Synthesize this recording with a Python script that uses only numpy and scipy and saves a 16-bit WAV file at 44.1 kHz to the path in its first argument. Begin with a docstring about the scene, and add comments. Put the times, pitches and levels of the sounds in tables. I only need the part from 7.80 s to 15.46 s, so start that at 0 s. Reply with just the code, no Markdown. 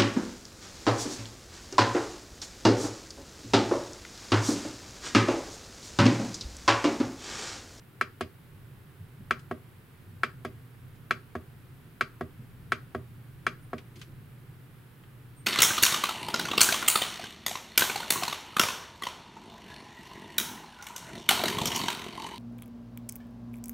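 """A knob on a bench power supply, close to the microphone, is pushed in and let go seven times, then turned.
Each switch snap rings damped panel modes under a noise tick: bright going in, duller coming back.
Shaped noise makes ticks of the knob and soft finger bumps; wavering sines make its thin squeaks.
A small room answers with decaying noise echoes; behind lie mains hum (sines), low rumble and hiss (noise)."""
import sys
import numpy as np
from scipy import signal
from scipy.fft import rfft, irfft
from scipy.io import wavfile

SR = 44100
rng = np.random.default_rng(int(sys.argv[2]) if len(sys.argv) > 2 else 0)


def wav_record(signal):
    """Record a signal, one row per channel, as 16-bit PCM in the file named by sys.argv[1]."""
    frames = np.transpose(np.atleast_2d(signal))
    bounded = np.clip(frames, -1, 1)
    # unit amplitude maps onto the largest positive 16-bit level
    quanta = np.round(bounded * 32767).astype(np.int16)
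    wavfile.write(sys.argv[1], SR, quanta)


N = 337850  # samples

# air of the room and microphone hiss, spectral shape: [f/Hz, relative level/dB per Hz]
AIR_SPECTRUM = [(10, -36), (26, -9.5), (45, -15.5), (75, -12.5), (95, -1.5), (109, -4.5), (135, 0),
                (200, -14.5), (390, -19), (620, -29), (1500, -26.5), (3200, -34.5), (6300, -46),
                (10500, -39.5), (16000, -39)]
# likeness of that air at left and right: [f/Hz, likeness 0 to 1]
AIR_LIKENESS = [(30, 0.694), (110, 0.917), (500, 0.691), (2000, 0.278), (6000, 0.397), (12000, 0.604)]
# slow level of the bass, rumble and hum alike: [t/s, relative level/dB]
BASS_SWELL = [(0, -2.5), (.85, -3), (1.6, 2), (2.2, -2), (2.6, 1), (4.25, -1.5), (4.5, 2), (6.7, 1.5),
              (7.05, -2), (7.6, 1.5)]
# hum of the mains transformer and a fainter tone above it: [f/Hz, level before swell and waver/dB]
HUM_TONES = [(120, -56.5), (250, -74.5)]
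# how long the room's echo lasts: [f/Hz, t60/s]
ROOM_DECAY = [(100, 0.02), (400, .26), (800, 0.24), (1400, 0.2945), (2500, 0.1651), (4700, 0.2743),
              (12000, 0.02)]
# colour of the room's echo: [f/Hz, echo level/dB]
ECHO_COLOUR = [(80, -6.5), (300, -8), (450, -8), (700, -15), (1300, -17), (2400, -11.5), (3300, -13),
               (4700, -10.5), (6500, -10), (14000, -10)]
# left minus right for the sound of the knob and panel: [f/Hz, difference/dB]
STEREO_BALANCE = [(100, -0.67), (400, -0.76), (750, 0.5), (1300, 2.5), (2400, -0.05), (4400, 0),
                  (8000, -0.2)]
# fingers shift on the knob and softly bump the case: [t/s, level/dB, upper f/Hz]
FINGER_BUMPS = [(1.20, -44, 160.3), (1.38, -51, 240), (4.58, -51, 297.5), (5.36, -51.5, 199.6),
                (5.53, -52, 180), (6.155, -51.5, 399.4), (6.27, -54, 420), (6.671, -45.5, 159.4)]
# thin squeaks of the knob: [t/s, length/s, f/Hz, level/dB]
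KNOB_SQUEAKS = [(5.816, 0.044, 9280, -66), (5.854, 0.033, 9320, -74.5), (7.556, 0.073, 8657, -60.5),
                (7.617, 0.036, 8660, -69)]
# the knob ticks in its play under the fingers: [t/s, level/dB, centre f/Hz, t60/s]
KNOB_TICKS = [(1.592, -52, 5000, 0.064), (3.153, -58.5, 5000, 0.052), (5.9806, -43.5, 1940, 0.07),
              (6.156, -52, 3800, 0.136), (6.190, -55, 5000, 0.126), (6.2140, -41.5, 2710, 0.0855),
              (7.236, -50, 900, 0.044)]
# resonances of the small switch parts: [f/Hz, half-width at half gain/Hz, relative level/dB, t60/s]
SWITCH_PARTS = [(1575, 460, -4, 0.04), (2282, 772, 3, 0.0923), (3293, 228, -1.5, 0.0696),
                (4100, 260, -10, 0.074), (4835, 505, -8.5, 0.0945), (6370, 600, -12, 0.0695),
                (8070, 1330, -11.5, 0.062), (10240, 1490, -9.5, 0.0429), (13030, 1800, -18, 0.037)]
# modes of the front panel and case: [f/Hz, t60/s, level when pressed/dB, level when released/dB]
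PANEL_MODES = [(152, 0.167, -45.5, -36.5), (253, 0.0111, -26, -21), (234.4, 0.12, -36, -31),
               (297.8, 0.184, -53, -43.5), (310.9, 0.171, -47, -41.5), (374.73, 0.0855, -31, -28.5),
               (405.1, 0.0394, -29.5, -27.5), (391.83, 0.192, -42, -40), (523.5, 0.181, -49.5, -48),
               (454.3, 0.2, -43, -42.5), (492.8, 0.0394, -34.5, -34), (612.8, 0.1015, -41.5, -38),
               (626.7, 0.0488, -34, -29), (697.8, 0.0382, -29, -25.5), (1125.3, 0.0505, -22, -31.5),
               (1222.7, 0.145, -38, -48), (1308.6, 0.0314, -13.5, -29), (1597.8, 0.00627, 1, -19),
               (1534.4, 0.095, -34.5, -46), (1638.5, 0.0459, -41, -33.5), (1681.6, 0.01197, -3, -20),
               (1908.6, 0.0826, -33, -42), (2045.4, 0.071, -34, -48.5), (2234, 0.0329, -23, -44),
               (2371.4, 0.0685, -30.5, -51.5), (2609.6, 0.048, -34.5, -50), (3015, 0.0091, -26.5, -48.5),
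               (3371, 0.055, -42.5, -57), (4047, 0.0206, -35, -53.5), (4404, 0.0082, -33.5, -51)]
# the switch snaps in, always much alike: [t/s, strength of ring and thud/dB]
PRESS_SNAPS = [(0.2111, -1), (1.5085, .5), (2.4335, -0.5), (3.3085, -0.59), (4.2099, -0.83), (4.9201, -0.5),
               (5.6662, -1)]
# the switch springs back as freely as the finger lets it:
# [t/s, strength of ring and thud/dB, contact tick/dB, thud in the bench/dB]
# the contact tick has its own level, whatever the strength; the thud is relative to strength
RELEASE_SNAPS = [(0.4087, 1, -33, -40), (1.7117, 0, -47.5, -44.5), (2.6490, -1.5, -41, -43.5),
                 (3.5524, -1.66, -48, -37.5), (4.4097, -1, -48, -38.5), (5.1479, -0.5, -48, -38),
                 (5.9313, -0.9, -50, -42)]

AIR_DB, RUMBLE_DB = -50.5, 0.02  # the rumble is set relative to the air
BUMP_PEAK_S = 0.0195
# a firm touch starts at once, a lighter one more slowly:
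# rise time at the firm level, and the drop in level that doubles it
FIRM_DB, FIRM_RISE_S, RISE_DOUBLING_DB = -42.5, 0.00071, 6
# usual contact ticks, and the thud of a press in the bench
PRESS_TICK_DB, PRESS_THUD_DB, RELEASE_TICK_DB = -31, -50, -45.5
# a sharper contact favours high panel modes: dB per octave for each dB of tick above the usual one
HARDENING = 0.067
BAND_LIMIT_HZ = 15880


def gain_of(db):
    """Turns decibels into a factor."""
    return 10 ** (np.asarray(db) / 20)


def evened(x):
    """Scales to rms 1."""
    return x / np.sqrt(np.mean(x ** 2) + 1e-20)


def read(points, hz):
    """Joins (f/Hz, value) points on a log-frequency axis."""
    f, value = np.transpose(points)
    return np.interp(np.log(hz + 1), np.log(f + 1), value)


def add(mix, s, sound):
    """Lays a sound into the mix at time s, cut off at the end."""
    part = mix[..., round(s * SR):][..., :sound.shape[-1]]
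    part += sound[..., :part.shape[-1]]


def bins(x):
    """Frequencies of the spectrum of x, in Hz."""
    return np.fft.rfftfreq(x.shape[-1], 1 / SR)


def coloured(x, db):
    """Filters x by one gain in dB per frequency."""
    return irfft(rfft(x) * gain_of(db), x.shape[-1])


def fade(t, t60):
    """Exponential decay, 60 dB in t60."""
    return np.exp(-np.log(1000) * t / t60)


def drift(count, hz):
    """Slow random wander of rms 1, mostly below hz."""
    x = rng.standard_normal(count)
    lowpass = 1 / (1 + (bins(x) / hz) ** 4)
    return evened(irfft(rfft(x) * lowpass, count))


def noise_pair(count, alike):
    """White noise at the two microphone ports, partly shared."""
    left, other = rfft(rng.standard_normal((2, count)))
    alike = np.clip(alike, 0, 1)
    right = alike * left + np.sqrt(1 - alike ** 2) * other
    return irfft(np.array([left, right]), count)


def bass_swell():
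    """The slow rise and fall of the bass, in dB."""
    return np.interp(np.arange(N) / SR, *np.transpose(BASS_SWELL))


def air(rumble_hz=210, flutter_db=1.0, swell_db=1.33):
    """A low rumble that swells and flutters by chance, under smooth hiss."""
    hz = np.fft.rfftfreq(N, 1 / SR)
    noise = noise_pair(N, read(AIR_LIKENESS, hz))
    whole = evened(coloured(noise, read(AIR_SPECTRUM, hz)))
    rumble = irfft(rfft(whole) / (1 + (hz / rumble_hz) ** 4), N)
    hiss = whole - rumble
    swell = swell_db * drift(N, hz=1.4)
    flutter = flutter_db * drift(N, hz=5.1)
    level_db = RUMBLE_DB + bass_swell() + swell + flutter
    return gain_of(AIR_DB) * (hiss + rumble * gain_of(level_db))


def hum(waver_db=2, wander=0.314):
    """Low tones of the running equipment, wavering in level and wandering (radians) in phase."""
    phase = 2 * np.pi * np.arange(N) / SR
    tones = np.zeros(N)
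    for hz, db in HUM_TONES:
        tone = np.sqrt(2) * np.sin(hz * phase + wander * drift(N, hz=2))
        tones += gain_of(db) * tone
    return tones * gain_of(bass_swell() + waver_db * drift(N, hz=0.79))


def room(x, delay=0.00185, build=0.0038):
    """Echoes thicken a few milliseconds after the sound; each band dies at its own speed."""
    hz, t, z = signal.stft(noise_pair(SR // 2, alike=0.42), SR, nperseg=256)
    t60 = read(ROOM_DECAY, hz)[:, None]
    # long and short decays carry equal energy before the colour is applied
    unit_energy = np.sqrt(2 * np.log(1000) / (t60 * SR))
    tail = signal.istft(z * unit_energy * fade(t, t60), SR, nperseg=256)[1]
    tail_t = np.arange(tail.shape[1]) / SR
    tail = tail * np.clip((tail_t - delay) / build, 0, 1)
    tail = coloured(tail, read(ECHO_COLOUR, bins(tail)))
    return signal.fftconvolve(x, tail, axes=1)[:, :N]


def finger_bumps(lowest_hz=85, order=4):
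    """Dull pushes with no ring: low noise that swells and dies."""
    out, t = np.zeros(N), np.arange(SR // 2) / SR
    swell = t / BUMP_PEAK_S * np.exp(1 - t / BUMP_PEAK_S)
    for s, db, hz in FINGER_BUMPS:
        band = signal.butter(order, [lowest_hz, hz], "bandpass", fs=SR, output="sos")
        thud = evened(signal.sosfilt(band, rng.standard_normal(len(t))))
        add(out, s, gain_of(db) * thud * swell)
    return out


def knob_squeaks(waver=0.0044):
    """Rubbing plastic sings briefly on one high, unsteady note."""
    out = np.zeros(N)
    for s, length, hz, db in KNOB_SQUEAKS:
        count = int(length * SR)
        turns = np.cumsum(hz * (1 + waver * drift(count, hz=250))) / SR
        note = np.sin(2 * np.pi * turns) * signal.windows.tukey(count, .6)
        add(out, s, gain_of(db) * note)
    return out


def switch_bands(hz):
    """Gain of each switch resonance per frequency, 1 at its centre."""
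    centre, width = np.transpose(SWITCH_PARTS)[:2, :, None]
    return 1 / (1 + ((hz - centre) / width) ** 2)


def switch_colour(hz):
    """All switch resonances together, as dB per frequency."""
    width, db = np.transpose(SWITCH_PARTS)[1:3, :, None]
    power = (gain_of(db) * switch_bands(hz)) ** 2 / width
    return 10 * np.log10(power.sum(0))


def knob_ticks(slope_db=3.0, ring_share=0.442):
    """Light plastic touches, each a short rasp around its own pitch, tinted by the switch parts."""
    out, t = np.zeros((2, N)), np.arange(SR // 4) / SR
    for s, db, hz, t60 in KNOB_TICKS:
        rise = FIRM_RISE_S * 2 ** ((FIRM_DB - db) / RISE_DOUBLING_DB)
        noise = noise_pair(len(t), alike=0.59)
        octaves = np.log2((bins(noise) + 1) / hz)
        tint_db = ring_share * switch_colour(bins(noise))
        rasp = evened(coloured(noise, tint_db - slope_db * octaves ** 2))
        add(out, s, gain_of(db) * rasp * (1 - np.exp(-t / rise)) * fade(t, t60))
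    return out


def bench_thump(t, hz=88, peak=0.028):
    """The push passes through the case into the bench, which swells into a low thud."""
    return np.sin(2 * np.pi * hz * t) * (t / peak * np.exp(1 - t / peak)) ** 2


def contact_tick(t, crack_db=1, crack_t60=0.0129, crack_hz=4000, rise=0.00046):
    """A bright crack with a dense rattle in which each resonance dies at its own speed."""
    hz = bins(t)
    # the crack is thin below crack_hz
    thinning_db = 20 * np.log10(1 + (crack_hz / (hz + 1)) ** 2)
    noise = noise_pair(len(t), alike=0.93)
    crack = evened(coloured(noise, switch_colour(hz) - thinning_db))
    tick = gain_of(crack_db) * crack * fade(t, crack_t60)
    for band, (_, _, db, t60) in zip(switch_bands(hz), SWITCH_PARTS):
        noise = noise_pair(len(t), alike=0.7)
        rattle = evened(irfft(rfft(noise) * band, len(t)))
        tick = tick + gain_of(db) * rattle * fade(t, t60)
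    return tick * (1 - np.exp(-t / rise))


def panel_ring(t, mode_db, lowest_hz=90):
    """Struck modes; neighbours in the table swing in opposite senses, so the ring builds over a few cycles."""
    hz, t60 = np.transpose(PANEL_MODES)[:2, :, None]
    sense = (-1) ** np.arange(len(PANEL_MODES))
    modes = np.sin(2 * np.pi * hz * t) * fade(t, t60)
    ring = (sense * gain_of(mode_db)) @ modes
    # a small panel radiates little bass
    return signal.lfilter(*signal.butter(2, lowest_hz, "highpass", fs=SR), ring)


def switch(snaps, mode_db, usual_tick_db, vary_db):
    """Each snap strikes the same spot, so the ring and the tick repeat with small changes."""
    out, t = np.zeros((2, N)), np.arange(2 ** 13) / SR
    shared_tick = contact_tick(t)
    octaves = np.log2(np.transpose(PANEL_MODES)[0] / 700)
    for s, db, tick_db, thud_db in snaps:
        tilt_db = HARDENING * (tick_db - usual_tick_db) * octaves
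        chance_db = vary_db * rng.standard_normal(len(PANEL_MODES))
        ring = panel_ring(t, mode_db + tilt_db + chance_db)
        body = gain_of(db) * (ring + gain_of(thud_db) * bench_thump(t))
        # part of the tick repeats, part is new at each snap
        tick = 0.371 * shared_tick + 0.3946 * contact_tick(t)
        add(out, s, body + gain_of(tick_db) * tick)
    return out


def scene():
    """The knob close to the microphone, its echo, and the background of air and hum."""
    background = (air() + hum()) * gain_of([[-.5], [.5]])  # the right side a little louder
    pressed_db, released_db = np.transpose(PANEL_MODES)[2:]
    pushes = [(s, db, PRESS_TICK_DB, PRESS_THUD_DB) for s, db in PRESS_SNAPS]
    presses = switch(pushes, pressed_db, PRESS_TICK_DB, vary_db=0.62)
    releases = switch(RELEASE_SNAPS, released_db, RELEASE_TICK_DB, vary_db=1.2037)
    knob = finger_bumps() + knob_squeaks() + knob_ticks() + presses + releases
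    half_each = np.array([[.5], [-.5]])
    knob = coloured(knob, half_each * read(STEREO_BALANCE, bins(knob)))
    return knob + room(knob) + background


def record(dry):
    """The recorder's band limit, a steep low-pass."""
    lowpass = signal.firwin(511, BAND_LIMIT_HZ, window=("kaiser", 9), fs=SR)
    return signal.oaconvolve(dry, lowpass[None], "same")


dry = scene()
out = record(dry)
wav_record(out)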